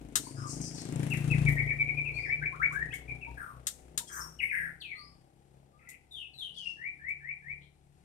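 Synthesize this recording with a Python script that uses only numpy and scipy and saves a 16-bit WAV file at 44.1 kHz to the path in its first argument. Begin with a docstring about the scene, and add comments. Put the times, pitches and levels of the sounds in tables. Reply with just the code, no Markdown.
"""Caged shama and a passing motorbike

Under a porch roof a shama sings slurred whistles (sliding near-sines), harsh rasps (tones shaken
fast in pitch and strength, with hiss) and sharp "tak" calls (short noise bursts); wall and roof echo.
Early on a single-cylinder motorbike putters past, built from firing harmonics, resonances and pulsed
noise, and drones away as its firing rate slowly climbs. A faint neighbourhood wash lies beneath."""
import sys
import numpy as np
from scipy import signal
from scipy.fft import rfft, irfft, next_fast_len
from scipy.io import wavfile

SR = 44100
rng = np.random.default_rng(int(sys.argv[2]) if len(sys.argv) > 2 else 0)


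def transcribe(signal):
    """Save signal, clipped to [-1, 1], as a 16-bit WAV file at the path in sys.argv[1]."""
    frames = np.atleast_2d(signal).T
    limited = np.clip(frames, -1, 1)
    pcm = np.round(limited * 32767).astype(np.int16)
    wavfile.write(sys.argv[1], SR, pcm)


N = 354563
TIME = np.arange(N) / SR
EDGE_HZ = 15800  # upper band limit


def amp(db):
    """Decibels to gain."""
    return 10 ** (np.asarray(db) / 20)


def unit(x):
    """Scales to rms 1."""
    return x / np.sqrt(np.mean(x ** 2) + 1e-20)


def at_hz(points, hz):
    """Reads a spectrum on a log-frequency axis."""
    f, value = np.transpose(points)
    return np.interp(np.log(hz + 1), np.log(f + 1), value)


def follow(rows, t):
    """The columns of a curve at times t."""
    s, *columns = np.transpose(rows)
    return [np.interp(t, s, column) for column in columns]


def coloured(points):
    """Noise of rms 1 with the given spectrum."""
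    size = next_fast_len(N)
    gain = amp(at_hz(points, np.fft.rfftfreq(size, 1 / SR)))
    return unit(irfft(rfft(rng.standard_normal(size)) * gain, size)[:N])


def wobble(hz):
    """Random motion of rms 1, mostly slower than hz."""
    low_pass = signal.butter(2, hz, fs=SR, output="sos")
    return unit(signal.sosfilt(low_pass, rng.standard_normal(N)))


def ring(x, hz, width_hz):
    """One resonance."""
    return signal.lfilter(*signal.iirpeak(hz, hz / width_hz, fs=SR), x)


def delayed(x, s):
    """The same sound s seconds later."""
    return np.concatenate([np.zeros(round(s * SR)), x])[:N]


def high_pass(hz, order):
    """A steep low cut."""
    return signal.butter(order, hz, "high", fs=SR, output="sos")


# colour of the neighbourhood wash: [f/Hz, level/dB]
AIR_COLOUR = [(15, -24.5), (25, -1.5), (148, -5), (227, -15), (631, -28.5), (782, -11), (1020, -26),
              (2230, -28), (6210, -33.5), (8810, -29.5), (12000, -34.5), (15500, -58.5)]


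def air(level_db=-68.5, apart=1.0, swell_db=1):
    """The faint wash of the neighbourhood: noise partly shared by both sides, slowly swelling."""
    shared = coloured(AIR_COLOUR)
    sides = [unit(shared + apart * coloured(AIR_COLOUR)) for _ in range(2)]
    return amp(level_db + swell_db * wobble(4.16)) * np.array(sides)


# the motorbike's closest moment, its speed and its distance then
PASS_S, SPEED_M_PER_S, STREET_M = 1.326, 5.22, 5.27
AHEAD_M = SPEED_M_PER_S * (PASS_S - TIME)  # still to go before the closest point
DISTANCE_M = np.hypot(AHEAD_M, STREET_M)
# how hard the engine pulls: [t/s, level/dB]
ENGINE_LOAD = [(0, 1.5), (.24, 4.5), (.4, 0.5), (.72, 2.5), (1.05, 13), (1.5, 9.5), (1.66, 0), (2.05, -2.5),
               (2.3, -6), (2.7, 6.5), (3.3, 4.5), (3.9, 5.5), (4.7, 0), (5.3, 3.5), (6.25, -8.5),
               (6.55, 5.5), (7.3, 1.5), (8.04, 9)]
# parts of the bike, by name: [level at the pass before load/dB, loss per doubling of distance/dB,
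# gain far ahead (the opposite far behind)/dB, share of the load (no unit)]
BIKE_PARTS = {"pipe": (-54.5, 12.5, 3, 0.97), "shell": (-50, 11, 8, 0.58), "drone": (-57.5, 9, -5, 0.25),
              "roar": (-52.5, 9.5, -0.3, 0.2), "spit": (-62, 10.5, 0, 0.9965)}


def passing(part):
    """Gain of one part of the motorbike's sound, from its distance, heading and load."""
    db, loss_db, approach_db, share = BIKE_PARTS[part]
    far_db = loss_db * np.log2(DISTANCE_M / STREET_M)
    heading_db = approach_db * AHEAD_M / DISTANCE_M
    return amp(db - far_db + heading_db + share * follow(ENGINE_LOAD, TIME)[0])


def exhaust_throb(firings, strength, harmonics_db, lag_firings=.18, fade_db=3.0):
    """The lowest six firing harmonics; away from the pass each level wavers by itself."""
    away = np.tanh(abs(TIME - PASS_S))
    out = np.zeros(N)
    for k, db in enumerate(harmonics_db, 1):
        tone = np.cos(2 * np.pi * k * (firings - lag_firings))
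        out += amp(db + fade_db * away * wobble(5)) * tone
    return np.sqrt(2) * strength * out


def silencer_pipe(puff, pipe_hz=138):
    """Gusts of exhaust noise ring a broad double resonance in the pipe."""
    gusts = puff * rng.standard_normal(N)
    return passing("pipe") * unit(ring(ring(gusts, pipe_hz, 120), pipe_hz, 150))


# a house front behind the street: its distance from the bike and the level of its echo
WALL_M, WALL_DB = 3.0, -9


def off_wall(x):
    """Adds the house-front echo; its delay shrinks as the bike leaves, so harmonics swell and fade."""
    detour_m = np.hypot(AHEAD_M, STREET_M + 2 * WALL_M) - DISTANCE_M
    late_s = detour_m / 343  # speed of sound in m/s
    return unit(x + amp(WALL_DB) * np.interp(TIME - late_s, TIME, x))


def silencer_shell(firings, strength, puff, shell_hz=268):
    """Firing pulses and gusts ring the silencer's shell, heard with its wall echo."""
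    pulses = unit(np.diff(np.floor(firings), prepend=np.floor(firings[0])) * strength)
    drive = pulses + 0.4 * unit(puff * rng.standard_normal(N))
    return passing("shell") * off_wall(ring(ring(drive, shell_hz, 110), shell_hz, 130))


# colour of the upper engine harmonics: [f/Hz, level/dB]
DRONE_COLOUR = [(190, -3), (300, -1.5), (450, -6.5), (620, -11), (770, -5), (900, -19.5)]


def drone(firings, rate, fade_hz=2.4):
    """Upper firing harmonics, each fading randomly as the reflections along the street change."""
    knots = np.linspace(0, N / SR, max(4, round(2 * fade_hz * N / SR)))
    out = np.zeros(N)
    for k in range(7, 27):
        a, b = rng.standard_normal((2, len(knots)))
        fade = np.interp(TIME, knots, a + 1j * b)
        out += amp(at_hz(DRONE_COLOUR, k * rate)) * (fade * np.exp(2j * np.pi * k * firings)).real
    return passing("drone") * unit(out)


# colour of the exhaust noise: [f/Hz, level/dB]
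ROAR_COLOUR = [(150, -16.5), (350, 5), (550, -1), (800, -2), (1100, -12.5), (2200, -18.5), (4000, -22),
               (9000, -31.5)]


def exhaust_roar(puff):
    """Noise gusting with every firing, partly shared by both sides."""
    shared = coloured(ROAR_COLOUR)
    sides = [unit((shared + 1.5 * coloured(ROAR_COLOUR)) * (0.096 + puff)) for _ in range(2)]
    return passing("roar") * np.array(sides)


def valve_spit(firings, tick_firings=0.3, tick_uneven=0.88):
    """Crackling noise that jumps with every firing and dies away, unevenly strong."""
    crackle = [(700, 1.5), (2200, 8.0), (4500, -4.5), (8000, -1.5),
               (10500, -1), (13000, -17.5), (16000, -26.5)]  # [f/Hz, level/dB]
    tick = np.exp(-(firings % 1) / tick_firings + tick_uneven * np.tanh(wobble(20)))
    return passing("spit") * np.array([unit(coloured(crackle) * (0.77 + tick)) for _ in range(2)])


# treble of the bike: [t/s, tick level/dB, top sizzle level/dB]
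TREBLE_LEVELS = [(0, -78, -93), (.7, -73, -83.5), (.82, -56, -83), (1.08, -62, -80), (1.11, -58, -56),
                 (1.2, -57, -58), (1.25, -67.5, -75), (1.32, -59, -70.5), (1.46, -112.5, -85),
                 (1.49, -65.5, -54.5), (1.53, -76, -54), (1.59, -78.5, -69.5), (1.8, -84, -76),
                 (3, -98, -95.5), (8.04, -100, -105)]
# colour of the ticks: [f/Hz, level/dB]
TICK_COLOUR = [(1500, -14), (4500, -11), (6500, 8.5), (9000, 8.5), (11000, -15), (13000, -8), (15500, -12)]
# colour of the sizzle: [f/Hz, level/dB]
SIZZLE_COLOUR = [(3000, -26), (6000, -4.5), (9000, 0.5), (11000, 2), (13000, 3), (15500, -14)]


def clatter(firings, tick_firings=.075, uneven_db=3, sizzle_firings=.3, sizzle_steady=0.49):
    """Every firing gives a sharp tick of uneven strength, and the top treble sizzles in pulses."""
    tick_db, sizzle_db = follow(TREBLE_LEVELS, TIME)
    number = np.floor(firings - np.floor(firings[0])).astype(int)
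    since = firings % 1
    size = amp(uneven_db * np.tanh(rng.standard_normal(N)))[number]  # one draw per firing
    ticks = amp(tick_db) * unit(coloured(TICK_COLOUR) * size * np.exp(-since / tick_firings))
    pulse = sizzle_steady + np.exp(-since / sizzle_firings)
    sizzle = np.array([unit(coloured(SIZZLE_COLOUR) * pulse) for _ in range(2)])
    return ticks + amp(sizzle_db) * sizzle


# engine: [t/s, firing rate f/Hz, then level/dB of the exhaust's 2nd, 4th, 5th and 6th harmonic]
ENGINE_CURVE = [(0.0, 26.82, -54, -68.5, -65.5, -60.5), (0.22, 27, -59, -63, -54.5, -64.5),
                (0.4, 27.15, -62, -44, -43, -69), (0.54, 27.4, -55.5, -55.5, -45.5, -46.5),
                (0.83, 28.22, -64, -60, -51.5, -51.5), (0.94, 28.14, -58, -49, -39.5, -42.5),
                (1.2, 28.42, -49, -38, -32.5, -39.5), (1.43, 28.83, -41, -34, -29.5, -36.5),
                (1.53, 28.6, -41.5, -39, -29.5, -47), (1.59, 28.18, -46, -41, -37.5, -51.5),
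                (2.01, 28.81, -53, -50, -42, -72), (2.19, 28.98, -54.5, -53.5, -52.5, -81.5),
                (2.66, 30.18, -53, -54, -47, -66), (3.52, 31.54, -55, -58.5, -68.5, -81),
                (3.8, 31.6, -61, -71, -63.5, -79), (4.28, 31.95, -61, -69.5, -64.5, -75),
                (5.17, 33.08, -67.5, -67.5, -68.5, -79.5), (5.37, 33.6, -73, -66, -78, -75.5),
                (6.05, 34.31, -72, -76.5, -82, -85), (6.63, 34.4, -71.5, -71, -73, -81),
                (7.35, 35.82, -67, -62.5, -73.5, -91), (8.04, 35.4, -74, -74, -76, -86)]


def motorbike(zero_s=1.312, uneven=0.26, puff_firings=1.0):
    """One firing count drives the throb, silencer, drone, gusts and ticking valves."""
    rate, second_db, fourth_db, fifth_db, sixth_db = follow(ENGINE_CURVE, TIME)
    firings = np.cumsum(rate) / SR
    firings -= np.interp(zero_s, TIME, firings)  # a firing falls on zero_s
    strength = np.exp(uneven * wobble(4.1))
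    puff = np.exp(-(firings % 1) / puff_firings) * strength
    # 1st and 3rd harmonics lie below their upper neighbours
    harmonics_db = [second_db - 18.5, second_db, fourth_db - 15.5, fourth_db, fifth_db, sixth_db]
    low = exhaust_throb(firings, strength, harmonics_db) + silencer_pipe(puff)
    low += silencer_shell(firings, strength, puff) + drone(firings, rate)
    return low + exhaust_roar(puff) + valve_spit(firings) + clatter(firings)


# dry tak calls: [t/s, level/dB, decay/s, low edge f/Hz]
TAK_CALLS = [(0.1545, -18, 0.0029, 824), (0.1656, -27.5, 0.0011, 1200), (2.72, -60, 0.074, 6950),
             (2.936, -51, 0.039, 6960), (3.6679, -25, 0.0042, 1963), (3.9754, -22.5, 0.0021, 1760),
             (5.888, -51, 0.023, 8170), (7.085, -66, 0.022, 7006)]
# colour of the tak: [f/Hz, level/dB]
TAK_COLOUR = [(500, -14), (1600, -1), (2400, -12), (3700, -1), (4800, -7), (6400, -0.5), (8700, 1.5),
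              (10500, -7.5), (13000, -7), (16000, -23)]


def taks(rise_s=0.002404):
    """Wide bursts with a sharp rise and a decay of milliseconds to tens of milliseconds."""
    out, t = np.zeros(N), np.arange(-SR // 100, SR // 8) / SR
    hz = np.fft.rfftfreq(len(t), 1 / SR)
    rise = np.clip(t / rise_s, 0, 1)
    for s, db, decay_s, edge_hz in TAK_CALLS:
        shape = rise * np.exp(-np.maximum(t - rise_s, 0) / decay_s)
        # keep only the phases of the noise, so the colour is filled evenly
        even = np.exp(1j * np.angle(rfft(shape * rng.standard_normal(len(t)))))
        low_cut = hz ** 2 / (hz ** 2 + edge_hz ** 2)
        burst = irfft(even * amp(at_hz(TAK_COLOUR, hz)) * low_cut, len(t))
        burst *= rise * (1 - t / t[-1]) ** 2
        at = round((s + t[0]) * SR) + np.arange(len(t))
        out[at] += amp(db) * burst * np.linalg.norm(shape) / np.linalg.norm(burst)
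    return out


def syllable(s, length_s, ease_s):
    """Sample positions, progress from 0 to 1 and soft-edged gate of one syllable."""
    at = round(s * SR) + np.arange(round(length_s * SR))
    gate = signal.windows.tukey(len(at), min(1, 2 * ease_s * SR / len(at)))
    return at, np.linspace(0, 1, len(at)), gate


def swell(u, loudest, onset_db, end_db):
    """Level in dB along a syllable: one line to the point `loudest`, another to the end."""
    return np.interp(u, [0, np.clip(loudest, .01, .99), 1], [onset_db, 0, end_db])


# colour of the overtones and of the faint hiss in whistles: [f/Hz, level/dB]
THROAT_COLOUR = [(2000, -14), (4300, -13.5), (5400, -9), (7500, -10), (9000, -3), (11000, -7),
                 (12300, -8.5), (13200, -18), (15500, -22)]


def overtones(phase, hz, fall_db, count):
    """Syrinx harmonics from 2 to count - 1, falling by fall_db an octave, coloured by the throat."""
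    out = 0
    for k in range(2, count):
        gain = amp(at_hz(THROAT_COLOUR, k * hz) - fall_db * np.log2(k / 2))
        out = out + gain * (k * hz < EDGE_HZ) * np.sin(k * phase)
    return out


# harsh syllables: [t/s, length/s, from f/Hz, to f/Hz, level/dB, loudest at (share of length),
# roughness (no unit), overtone and hiss level/dB]
RASP_SYLLABLES = [(0.188, 0.16, 4200, 4790, -61.5, 0.44, 0.1, 16.5),
                  (0.343, 0.13, 4940, 5500, -57.5, 0.61, 0.16, 6.5),
                  (0.362, 0.12, 1480, 1078, -49, 0.99, 0.54, -33),
                  (0.454, 0.14, 6580, 5150, -52.5, 0.46, 0.89, 8),
                  (0.599, 0.11, 6280, 4780, -46.5, 0.41, 0.51, 4),
                  (0.727, 0.16, 6220, 3860, -51, 0.15, 0.93, 1),
                  (2.128, 0.18, 4173, 5500, -59, 0.17, 0.14, 1),
                  (3.367, 0.18, 1696, 1074, -45, 0.19, 0.64, -19.5),
                  (4.064, .04, 3400, 3080, -58, 1, 0.31, 15),
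                  (4.087, 0.21, 1695, 1072, -47, 0.55, 0.98, -11),
                  (4.109, 0.13, 6060, 6140, -50, 0.24, 0.05, 14.5),
                  (4.197, 0.049, 5275, 5780, -45, 0.55, 0.13, -14),
                  (4.411, 0.088, 2210, 2090, -36, 0.16, 0.47, -21),
                  (4.516, .18, 1988, 1620, -33, 0.074, 0.59, -24.5),
                  (5.787, 0.18, 2170, 2405, -61.5, 0.93, 0.67, -25),
                  (6.531, 0.2, 4480, 5920, -58.5, 0.11, 1.23, -14),
                  (7.598, 0.094, 3403, 3200, -69.5, 0.38, 0.8, -18)]
# breathy hiss of the high, harsh syllables: [f/Hz, level/dB]
HISS_COLOUR = [(2500, -26), (4400, -4.5), (5500, 2), (7500, 3), (9200, 0), (10300, -11), (11700, -13.5),
               (12800, -35.5), (15500, -25.5)]
# hiss of the low, grating syllables: [f/Hz, level/dB]
GRATE_COLOUR = [(2500, -21), (4000, -29), (5300, -6.5), (7200, -18.5), (8900, 9), (11500, -12), (12700, 6),
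                (15500, -14)]
GRATE_BELOW_HZ = 2600  # syllables that start lower grate
TRILL_HZ = 135.9  # mean flutter rate of the syrinx


def rasps(swing=0.12, trill_swing=0.11, chop=0.6, trill_chop=0.4,
          hiss_db=-2, buzz_db=-1, grate_db=-1, floor_share=0.87):
    """The syrinx trills fast and unevenly in pitch and strength, and air hisses through the throat."""
    out, drift, shake = np.zeros(N), wobble(257), wobble(140)
    hiss, grate = coloured(HISS_COLOUR), coloured(GRATE_COLOUR)
    trill = 2 * np.pi * np.cumsum(TRILL_HZ * (1 + 0.28 * wobble(60))) / SR
    for s, length_s, from_hz, to_hz, db, loudest, rough, bright_db in RASP_SYLLABLES:
        grating = from_hz < GRATE_BELOW_HZ
        at, u, gate = syllable(s, length_s, ease_s=.0082 if grating else .018)
        hz = from_hz + (to_hz - from_hz) * u
        strength = gate * amp(db + swell(u, loudest, onset_db=-6.0, end_db=-12.5))
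        bend = rough * (swing * drift[at] + trill_swing * np.sin(trill[at]))
        phase = 2 * np.pi * np.cumsum(hz * (1 + bend)) / SR
        if grating:
            top = amp(grate_db) * grate[at]
        else:
            # rougher syllables trade overtones for hiss
            buzz = overtones(phase, hz, fall_db=8.0, count=4) * np.exp(-rough / .12)
            top = amp(buzz_db) * buzz + amp(hiss_db) * np.sqrt(rough) * hiss[at]
        trill_beat = np.sin(trill[at] - 2 * np.pi / 3)
        beat = unit(np.exp(rough * (chop * shake[at] + trill_chop * trill_beat)))
        voice = beat * (np.sqrt(2) * np.sin(phase) + amp(bright_db) * top)
        low_cut = high_pass(floor_share * min(from_hz, to_hz), order=8)  # little lies below the note
        out[at] += strength * signal.sosfilt(low_cut, voice)
    return out


def slur(u, from_hz, to_hz, turn, spread):
    """Pitch slides from one note to another along an S, steepest at the turn."""
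    slide = np.tanh((u - turn) / spread)
    return from_hz * (to_hz / from_hz) ** ((slide - slide[0]) / (slide[-1] - slide[0]))


# short slurs ring loudest where the throat resonates
SWEET_HZ, OFF_SWEET_DB_PER_OCT = 2312, -7.5


def sweetness(hz):
    """Level in dB lost as a slur leaves its own point nearest the throat's resonance."""
    octaves = abs(np.log2(hz / SWEET_HZ))
    return OFF_SWEET_DB_PER_OCT * (octaves - octaves.min())


EASE_S = 0.0072  # soft edge of a whistle


def short_slurs(rows, spread, **shape):
    """Sample positions, pitch and strength of short slurs, shaped by the throat's resonance."""
    for s, length_s, from_hz, to_hz, turn, db in rows:
        at, u, gate = syllable(s, length_s, EASE_S)
        hz = slur(u, from_hz, to_hz, turn, spread)
        yield at, hz, gate * amp(db + sweetness(hz) + swell(u, **shape))


# quick down-slurs: [t/s, length/s, from f/Hz, to f/Hz, steepest at (share of length), level/dB]
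DOWN_SLURS = [(1.101, 0.048, 2763, 1760, 0.8, -34.5), (1.298, 0.051, 2640, 1790, 0.84, -33.5),
              (1.458, 0.036, 2340, 1890, 0.7, -26.5), (1.579, 0.039, 2311, 1880, 0.67, -29.5),
              (1.692, 0.028, 2402, 1750, 0.77, -28.5), (1.785, 0.043, 2320, 2135, 3, -27.5),
              (1.876, 0.029, 2350, 1880, 1.35, -29), (1.967, 0.042, 2462, 2300, 0.41, -31),
              (2.049, 0.059, 2770, 2290, 0.42, -36.5), (2.157, 0.044, 2448, 1910, 0.9, -34.5),
              (2.228, 0.044, 2413, 1668, 0.67, -37.5), (3.077, 0.042, 2360, 2200, 0.8, -39),
              (3.207, 0.056, 2806, 2262, 0.48, -45.5), (4.387, 0.035, 2950, 1894, 0.57, -34.5),
              (4.493, 0.04, 2528, 1566, 0.64, -33.5), (4.8, 0.036, 4650, 2793, 0.5, -43.5),
              (4.897, 0.045, 2396, 1930, 0.64, -42)]


def chips():
    """Quick falling notes, loudest midway."""
    return short_slurs(DOWN_SLURS, spread=.26, loudest=0.49, onset_db=-9.5, end_db=-4.5)


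# up-slurs: [t/s, length/s, from f/Hz, to f/Hz, steepest at (share of length), level/dB]
UP_SLURS = [(1.56, 0.036, 1875, 2157, 0.54, -32), (1.666, 0.03, 2250, 2274, 0.59, -32.5),
            (2.279, 0.064, 1650, 2319, 0.22, -30), (2.412, 0.033, 1512, 2165, 0.55, -33.5),
            (2.453, 0.017, 2320, 2344, 0.54, -26.5), (2.521, 0.034, 1066, 1450, 0.74, -41.5),
            (2.596, 0.063, 1266, 2285, 0.41, -26), (2.707, 0.042, 1100, 1542, 0.49, -39),
            (2.745, 0.043, 1594, 1710, 0.55, -36), (2.797, 0.038, 1720, 1924, 0.52, -32.5),
            (2.904, 0.032, 2530, 3500, 0.66, -47.5), (2.924, 0.022, 1570, 2200, 0.32, -35)]


def rises():
    """Quick rising notes that push hardest at the end."""
    return short_slurs(UP_SLURS, spread=0.18, loudest=0.95, onset_db=-5.5, end_db=6.5)


# closing series of one rising whistle: [t/s, length/s, level/dB]
REFRAIN_NOTES = [(6.767, .12, -42), (6.991, 0.13, -41.5), (7.202, .12, -43), (7.419, .11, -45.5)]


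def refrain(from_hz=1740, to_hz=2396, turn=0.62):
    """The same rising whistle again and again, growing through each note."""
    rows = [(s, length_s, from_hz, to_hz, turn, db) for s, length_s, db in REFRAIN_NOTES]
    return short_slurs(rows, spread=0.3345, loudest=0.5, onset_db=-16.5, end_db=5)


# long glides and thin side notes: [t/s, length/s, from f/Hz, to f/Hz,
# steepest at (share of length), level/dB, loudest at (share of length)]
GLIDE_NOTES = [(0.264, 0.013, 980, 980, .3, -47.5, 0.62), (3.267, 0.037, 903, 928, 0.12, -49, 0.53),
               (4, 0.021, 920, 1000, 0.61, -50.5, 0.51), (4.425, 0.028, 2178, 2057, 0.93, -32, 0.33),
               (4.826, 0.1, 2800, 2180, 0.33, -49, 0.35), (4.946, 0.188, 1272, 1150, 0.13, -60, 0.16),
               (4.95, 0.14, 4080, 5000, 0.24, -55.5, 0.2), (5.724, 0.15, 1175, 1394, 0.5, -69, 0.86),
               (5.87, 0.033, 2040, 2020, -0.082, -48.5, 0.094), (6.108, 0.17, 3754, 2562, 0.44, -46, 0.52),
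               (6.332, 0.072, 4345, 3954, 0.075, -53.5, 1), (6.381, 0.12, 3870, 2915, 0.22, -43, 0.45),
               (6.557, 0.12, 3654, 2786, 0.099, -46, 0.24), (6.652, 0.048, 2785, 2740, 0.7, -36, 0.17)]


def glides():
    """Long glides and thin side notes, without the pull of the resonance."""
    for s, length_s, from_hz, to_hz, turn, db, loudest in GLIDE_NOTES:
        at, u, gate = syllable(s, length_s, EASE_S)
        hz = slur(u, from_hz, to_hz, turn, spread=.4)
        yield at, hz, gate * amp(db + swell(u, loudest, onset_db=-7.5, end_db=-11.5))


def whistles(waver=0.015, flutter=0.16, overtone_db=-52, brightening_db=46, hiss_db=-12):
    """Near-pure tones; high notes, beak wide open, let out a third harmonic, a second and some hiss."""
    out, drift, shake, hiss = np.zeros(N), wobble(120), wobble(150), coloured(THROAT_COLOUR)
    for at, hz, strength in [*chips(), *rises(), *refrain(), *glides()]:
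        bend = waver * drift[at] * (hz / SWEET_HZ) ** .5
        phase = 2 * np.pi * np.cumsum(hz * (1 + bend)) / SR
        bright = amp(np.minimum(overtone_db + brightening_db * np.log2(hz / 2000), -14))
        third = amp(at_hz(THROAT_COLOUR, 3 * hz)) * np.sin(3 * phase)
        second = amp(at_hz(THROAT_COLOUR, 2 * hz) - 4) * np.sin(2 * phase)
        voice = np.sin(phase) + bright * (third + second + amp(hiss_db) * hiss[at])
        out[at] += np.sqrt(2) * strength * (1 + flutter * shake[at]) * voice
    return out


# near surfaces: [delay t/s, left level/dB, right level/dB]
NEAR_ECHOES = [(.0031, -10.5, -18), (0.0108, -8.5, -12.5), (0.019, -19, -11.5)]
# time the porch tail takes to fall by 60 dB: [f/Hz, decay t/s]
PORCH_DECAY = [(500, 0.23), (2300, 0.35), (5000, 0.41), (9000, 0.44), (15000, 0.32)]


def porch(x, scatter_db, tail_db, scatter_t60=0.12, shade_db=-1):
    """Direct sound a little to the left, wall and roof echoes, dense cage scatter and a longer tail."""
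    t = np.arange(SR * 3 // 4) / SR
    hz, when, z = signal.stft(rng.standard_normal((2, len(t))), SR, nperseg=256)
    decay = amp(-60 * when / at_hz(PORCH_DECAY, hz)[:, None])
    tail = signal.istft(z * decay, SR, nperseg=256)[1][:, :len(t)] * np.minimum(t / 0.00091, 1)
    scatter = rng.standard_normal((2, len(t))) * amp(-60 * t / scatter_t60)
    scatter *= np.minimum(t / 0.00043, 1)
    room = amp(tail_db) * tail / np.linalg.norm(tail[0])
    room += amp(scatter_db) * scatter / np.linalg.norm(scatter[0])
    near = np.array([x, amp(shade_db) * x])
    for s, left_db, right_db in NEAR_ECHOES:
        near += amp([[left_db], [right_db]]) * delayed(x, s)
    return near + signal.fftconvolve(x[None], room, axes=1)[:, :N]


def scene():
    """The bird in its porch, with the street behind."""
    song = porch(whistles() + rasps(), scatter_db=-7, tail_db=1.0)
    calls = porch(taks(), scatter_db=-0.5, tail_db=-12.5)
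    return air() + motorbike() + song + calls  # the street is heard without the porch


# balance of the microphones: [f/Hz, left minus right level/dB]
MIC_BALANCE = [(100, 6.5), (600, 6.5), (1400, 7), (2500, 9.5), (5000, 6.5), (9000, 10.5), (13000, -1)]


def record(dry):
    """The left microphone is nearer and, below the top treble, more sensitive; then the band limit."""
    size = next_fast_len(N)
    ratio = amp(at_hz(MIC_BALANCE, np.fft.rfftfreq(size, 1 / SR)))
    gains = np.array([2 * ratio, np.full_like(ratio, 2)]) / (1 + ratio)
    left, right = irfft(rfft(dry, size) * gains, size)[:, :N]
    right = delayed(right, 16 / SR)
    edge = signal.firwin(511, EDGE_HZ, window=("kaiser", 9), fs=SR)
    return signal.oaconvolve(np.array([left, right]), edge[None], "same")


dry = scene()
out = record(dry)
transcribe(out)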